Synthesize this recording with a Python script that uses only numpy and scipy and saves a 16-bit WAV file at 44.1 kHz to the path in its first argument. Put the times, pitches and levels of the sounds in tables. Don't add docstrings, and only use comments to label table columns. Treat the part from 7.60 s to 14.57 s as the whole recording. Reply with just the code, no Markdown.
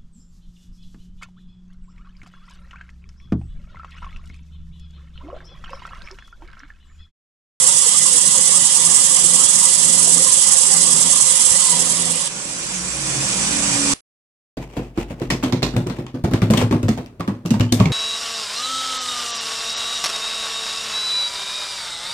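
import sys
import numpy as np
from scipy import signal
from scipy.fft import rfft, irfft, next_fast_len
from scipy.io import wavfile
from scipy.ndimage import uniform_filter1d

SR = 44100
rng = np.random.default_rng(int(sys.argv[2]) if len(sys.argv) > 2 else 0)


def transcribe(signal):
    frames = np.atleast_2d(signal).T
    limited = np.clip(frames, -1, 1)
    pcm = np.round(limited * 32767).astype(np.int16)
    wavfile.write(sys.argv[1], SR, pcm)


N = 307368
T = np.arange(N) / SR

# frequency in Hz, left level in dB, right level in dB.
ROAR_COLOUR = [(30, -13.5, -12.5), (70, -4.5, -4.5), (120, -3.5, -6.5), (250, 0, 1), (380, -1, 0),
               (698, -11, -5), (1006, -28.5, -30)]
# multiple of the base pitch, level in dB against the burst.
HUM_ORDERS = [(1, -18.5), (2, -1), (3, -7.5), (4, -22), (5, -18), (6, -12), (7, -16), (8, -18), (9, -16.5)]
# start in seconds, end in seconds, level in dB.
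HUM_BURSTS = [(0.298, 0.737, -44.5), (0.787, 1.12, -41), (1.187, 1.403, -33), (1.536, 1.856, -35.5),
              (2.134, 2.7, -35), (3.05, 3.626, -35), (4.04, 4.618, -34)]
# time in seconds, whine level in dB, low hum level in dB, before left-right balance.
ROTOR_LEVELS = [(4.85, -55, -60), (5.25, -47.5, -43), (5.5, -39.5, -44), (5.7, -41.5, -51.5),
                (5.82, -59, -43), (5.95, -34.5, -41), (6.12, -32.5, -41.5), (6.2, -27.5, -45),
                (6.34, -25, -45)]
# time in seconds, level in dB.
WHIR_LEVEL = [(0, -32.5), (4.3, -30), (4.66, -30), (4.75, -30), (5.38, -26.5), (5.62, -23), (6.34, -20)]
# frequency in Hz, left level in dB, right level in dB.
WHIR_COLOUR = [(404, -72, -71.5), (510, -66, -63), (1100, -57, -59.5), (1460, -62, -60.5),
               (2430, -58.5, -59), (3970, -62.5, -60), (5060, -55, -58), (6240, -56, -51), (6570, -58, -54),
               (7880, -64.5, -47), (9160, -63.5, -55), (11020, -68, -60.5), (11120, -96, -86.5)]
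# frequency in Hz, left level in dB, right level in dB.
RUMBLE_COLOUR = [(25, -70, -65.5), (50, -59.5, -61.5), (88, -67, -65), (133, -58, -55.5),
                 (196.8, -52, -51.5), (240, -63, -57.5), (335, -58, -60.5), (600, -68, -66.5),
                 (803, -85, -86.5)]
# centre in seconds, half length in seconds,
# frequency in Hz, level in dB.
DRONES = [(5.2, 0.1, 181.6, -37), (5.44, 0.11, 142, -35), (5.599, .06, 137, -30), (5.75, 0.12, 195, -34.5),
          (5.802, .075, 143, -37.5), (5.92, 0.17, 175.6, -36), (6.056, 0.0676, 197, -32),
          (6.26, 0.09, 215, -35)]
# centre in seconds, half length in seconds, frequency in Hz,
# level in dB before left-right balance.
CHATTER = [(4.039, 0.039, 1050, -36), (4.087, 0.027, 1010, -34), (4.138, .018, 972, -26),
           (4.172, 0.014, 1004, -33)]
# centre in seconds, half length in seconds,
# frequency in Hz, level in dB before left-right balance.
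KNOCKS = [(.27, .015, 477, -34), (.55, .039, 481, -39), (.8, .012, 150, -38), (1.24, .01, 130, -40),
          (3.14, .025, 780, -35.5), (3.92, .0038, 108, -29)]
# share of the lap from 0 to 1, contact in dB before each layer scales it.
LAP_CONTACT = [(0, .3), (.05, -2), (.17, -2.8), (.28, 1.3), (.34, -.7), (.39, .5), (.5, -.5), (.62, -2.8),
               (.7, 1), (.79, 3.3), (.85, -.3), (.92, 3), (.97, 2.3), (1, .3)]
# frequency in Hz, left level in dB, right level in dB.
GRIT_COLOUR = [(4180, -73, -77.5), (4950, -60.5, -58), (5990, -55.5, -52), (6770, -61, -47),
               (7200, -59, -46), (7650, -55.5, -41.5), (8380, -60, -42), (8830, -58, -45.5),
               (9570, -65, -47.5), (10580, -57.5, -49), (11060, -65, -51.5), (10710, -84, -58),
               (11530, -95.5, -61)]
# frequency in Hz, left level in dB, right level in dB.
SCRAPE_COLOUR = [(2377, -77, -80), (2684, -66.5, -62.5), (2910, -63.5, -56.5), (3320, -57.5, -56),
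                 (3586, -60, -61.5), (3950, -61, -58), (4530, -61.5, -58.5), (5180, -56.5, -57),
                 (6060, -73, -75)]
# frequency in Hz, left level in dB, right level in dB.
RASP_COLOUR = [(30, -81.5, -72.5), (101.3, -66, -71.5), (168.7, -57.5, -49.5), (337.5, -66, -80),
               (418, -73.5, -73.5), (540, -61.5, -58.5), (648, -74.5, -80), (929, -56.5, -57.5),
               (1234, -56, -62.5), (1404, -69, -88), (2025, -60.5, -55), (2420, -73, -77.5),
               (2820, -74.5, -69.5)]
# centre in Hz, width in Hz, lift in dB before each layer scales it.
FRAME_RESONANCES = [(488, 18, 7), (516.3, 21, 9), (567, 21, 10), (786, 15, 6.5), (922, 14, 4),
                    (962, 8.4, 7), (1090, 14, 3.5), (1132, 5.8, 8), (1432, 10, 9.5), (2417, 29, 8),
                    (3470, 13, 8.5)]
# frequency in Hz, likeness from 0 (unrelated) to 1 (same).
SIDE_LIKENESS = [(60, 0.64), (140, 0.86), (260, 0.59), (550, 0.59), (1160, 0.25), (2400, 0.14), (5000, .15),
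                 (10000, .1)]

HUM_HZ, SWELL_S = 84.54, 0.11
ROTOR_S = 4.85
WHINE_HZ, WHINE_SAG_HZ_PER_S = 336, 39
LOW_HZ, LOW_SAG_HZ_PER_S = 59.5, 2.8
RUMBLE_DB, DAMPED_DB = -11, -6
DRONE_HZ, DRONE_HALF_S, DRONE_DB = (109.7, 373.6), (0.05, 0.14), (-20, -15)
RATTLE_HZ, RATTLE_HALF_S, RATTLE_DB = (129.9, 1217), (0.008, 0.021), (-44.5, -39)
OCTAVE_DB = -10
LAP_HZ, SLOW_S, SLOW_HZ_PER_S = 10.185, 3.6, 0.3
LAP_DEPTH = 1.04
GRIT_DB, SCRAPE_DB, RASP_DB = -15, -29, -34
EASE_S, EASE_DB_PER_S = 3.96, 14
SCRAPE_FOLLOWS, RASP_FOLLOWS = 0.34, 0.34
EXIT_S, LET_GO_S = 4.675, 0.036
LAG_S = 0.0002994
CUT_S, TRAIL_S, TRAIL_DB, TRAIL_DB_PER_S = 6.3375, 0.07, -31, 269
TOP_HZ = 11200


def amp(db):
    return 10 ** (np.asarray(db) / 20)


def balance(left_db, right_db):
    return amp([[left_db], [right_db]])


def unit(x):
    return x / np.sqrt(np.mean(x ** 2) + 1e-20)


def curves(rows):
    s, *columns = np.transpose(rows)
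    return [np.interp(T, s, column) for column in columns]


def wobble(rate):
    knots = rng.standard_normal(int(N * rate / SR) + 4)
    return np.interp(T * rate, np.arange(len(knots)), knots)


def filtered(x, response):
    m = next_fast_len(N + 8192)
    hz = np.fft.rfftfreq(m, 1 / SR)
    return irfft(rfft(x, m) * response(hz), m)[..., :N]


def patchy_noise(patchy_db, size):
    z = signal.stft(rng.standard_normal((2, N)), nperseg=512)[2]
    field = rng.standard_normal(z.shape[1:])
    field = uniform_filter1d(field, size=size, axis=0)
    field = uniform_filter1d(field, size=8, axis=1)
    return signal.istft(z * amp(patchy_db * unit(field)), nperseg=512)[1][:, :N]


def rush(colour, patchy_db, ring=0, lag_s=0, size=6):
    pair = patchy_noise(patchy_db, size)
    m = next_fast_len(N + 8192)
    hz = np.fft.rfftfreq(m, 1 / SR)
    turn = np.arccos(np.clip(np.interp(hz, *np.transpose(SIDE_LIKENESS)), -1, 1)) / 2
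    mid, side = rfft(pair, m) * [np.cos(turn), np.sin(turn)]
    lift_db = ring * sum(db / (1 + (2 * (hz - c) / w) ** 2) for c, w, db in FRAME_RESONANCES)
    f, left_db, right_db = np.transpose(colour)

    def gain(side_db):
        level_db = np.interp(np.log(hz + 1), np.log(f), side_db, left=-120, right=-120)
        return amp(level_db + lift_db)

    delay = np.exp(-2j * np.pi * hz * lag_s)
    left = (mid + side) * gain(left_db) * delay
    right = (mid - side) * gain(right_db)
    out = irfft(np.array([left, right]), m)[:, :N]
    return out / np.std(out.mean(axis=0))


def turns(hz, waver_hz):
    return 2 * np.pi * np.cumsum(hz + waver_hz * wobble(12)) / SR


def tone(phase):
    return np.sqrt(2) * np.sin(phase + rng.uniform(0, 2 * np.pi))


def blips(rows, waver_hz):
    s, half, hz, db = np.transpose(rows)[:, :, None]
    reach = int(3 * half.max() * SR)
    steps = np.arange(-reach, reach)
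    t = steps / SR
    at = np.clip((s * SR).astype(int) + steps, 0, N - 1)
    phase = 2 * np.pi * hz * t + turns(0, waver_hz)[at]
    bell = np.exp(-(t / half) ** 2)
    wave = np.sqrt(2) * amp(db) * bell * np.cos(phase - phase[:, [reach]])
    return np.bincount(at.ravel(), wave.ravel(), N)


def scattered(span_s, half_s, hz, db, count):
    low, high = np.transpose([span_s, half_s, np.log(hz), db])
    rows = rng.uniform(size=(count, 4)) * (high - low) + low
    rows[:, 2] = np.exp(rows[:, 2])
    return rows


def far_machine():
    load = sum(amp(db) * np.clip(np.minimum(T - start, end - T) / SWELL_S, 0, 1)
               for start, end, db in HUM_BURSTS)
    shaft = turns(HUM_HZ, waver_hz=0.5)
    hum = sum(amp(db + 1.2 * wobble(14)) * tone(k * shaft) for k, db in HUM_ORDERS)
    roar = amp(-5) * rush(ROAR_COLOUR, patchy_db=4.5, size=1)
    return load * (hum * balance(-0.7, 0.7) + roar)


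def rotor():
    whine_db, hum_db = curves(ROTOR_LEVELS)
    since = T - ROTOR_S
    whine_phase = turns(WHINE_HZ - WHINE_SAG_HZ_PER_S * since, waver_hz=1.8)
    hum_phase = turns(LOW_HZ - LOW_SAG_HZ_PER_S * since, waver_hz=0.8)
    whine = amp(whine_db + 2.4 * wobble(15)) * tone(whine_phase)
    hum = amp(hum_db + 2.5 * wobble(11)) * tone(hum_phase)
    return (since > 0) * (whine + hum) * balance(-0.8, 0.8)


def idling():
    whir_db, = curves(WHIR_LEVEL)
    whir = rush(WHIR_COLOUR, patchy_db=1.45, ring=1.0, lag_s=LAG_S / 2, size=3)
    whir = amp(whir_db + 0.7 * wobble(60)) * whir
    rumble_db = whir_db + RUMBLE_DB + DAMPED_DB * (T < EXIT_S)
    rumble = amp(rumble_db + 0.91 * wobble(11)) * rush(RUMBLE_COLOUR, patchy_db=0.5, size=1)
    faint_rows = scattered((EXIT_S, CUT_S), DRONE_HALF_S, DRONE_HZ, DRONE_DB, count=12)
    faint = amp(whir_db) * blips(faint_rows, waver_hz=4)
    return whir + rumble + blips(DRONES, waver_hz=2.3) + faint


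def knocks():
    octave = [(s, half, 2 * hz, db + OCTAVE_DB) for s, half, hz, db in CHATTER]
    chatter = blips(CHATTER + octave, waver_hz=11)
    rattle = scattered((0, EXIT_S), RATTLE_HALF_S, RATTLE_HZ, RATTLE_DB, count=95)
    dull = blips(np.vstack([KNOCKS, rattle]), waver_hz=4.3)
    return chatter * balance(1.5, -1.5) + dull * balance(-0.8, 0.8)


def grinding():
    ease_db = -EASE_DB_PER_S * np.clip(T - EASE_S, 0, None)
    laps = T * LAP_HZ - SLOW_HZ_PER_S / 2 * np.clip(T - SLOW_S, 0, None) ** 2
    contact_db = LAP_DEPTH * np.interp(laps % 1, *np.transpose(LAP_CONTACT))
    touching = amp(-40 * np.clip((T - EXIT_S) / LET_GO_S, 0, 1))

    grit_db = GRIT_DB + ease_db + contact_db + 0.8 * wobble(70) + 0.31 * wobble(5.3)
    grit = amp(grit_db) * rush(GRIT_COLOUR, patchy_db=1.04, lag_s=LAG_S)

    scrape_db = SCRAPE_DB + SCRAPE_FOLLOWS * ease_db + 0.24 * contact_db + 0.36 * wobble(7.1)
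    scrape = amp(scrape_db) * rush(SCRAPE_COLOUR, patchy_db=2.0, ring=1.0, lag_s=LAG_S, size=3)

    rasp_db = RASP_DB + RASP_FOLLOWS * ease_db + 1.0 * wobble(12)
    rasp = amp(rasp_db) * rush(RASP_COLOUR, patchy_db=4.5, ring=0.94, lag_s=LAG_S / 3, size=1)
    return touching * (grit + scrape + rasp)


def scene():
    return far_machine() + rotor() + idling() + knocks() + grinding()


def record(dry):
    hiss = rng.standard_normal((2, N)) * balance(-2.5, 0)
    trail = amp(TRAIL_DB - TRAIL_DB_PER_S * np.abs(T - CUT_S)) * hiss * (T < CUT_S + TRAIL_S)
    x = np.where(T < CUT_S, dry, trail)
    x = x / (1 + np.abs(x / 0.93) ** 6) ** (1 / 6)

    def treble_limit(hz):
        slope_db = -np.clip((hz - TOP_HZ) / 6, 0, 80)
        return amp(slope_db) * (hz < TOP_HZ + 480)

    x = filtered(x, treble_limit)
    return x * (T < 6.44)


dry = scene()
out = record(dry)
transcribe(out)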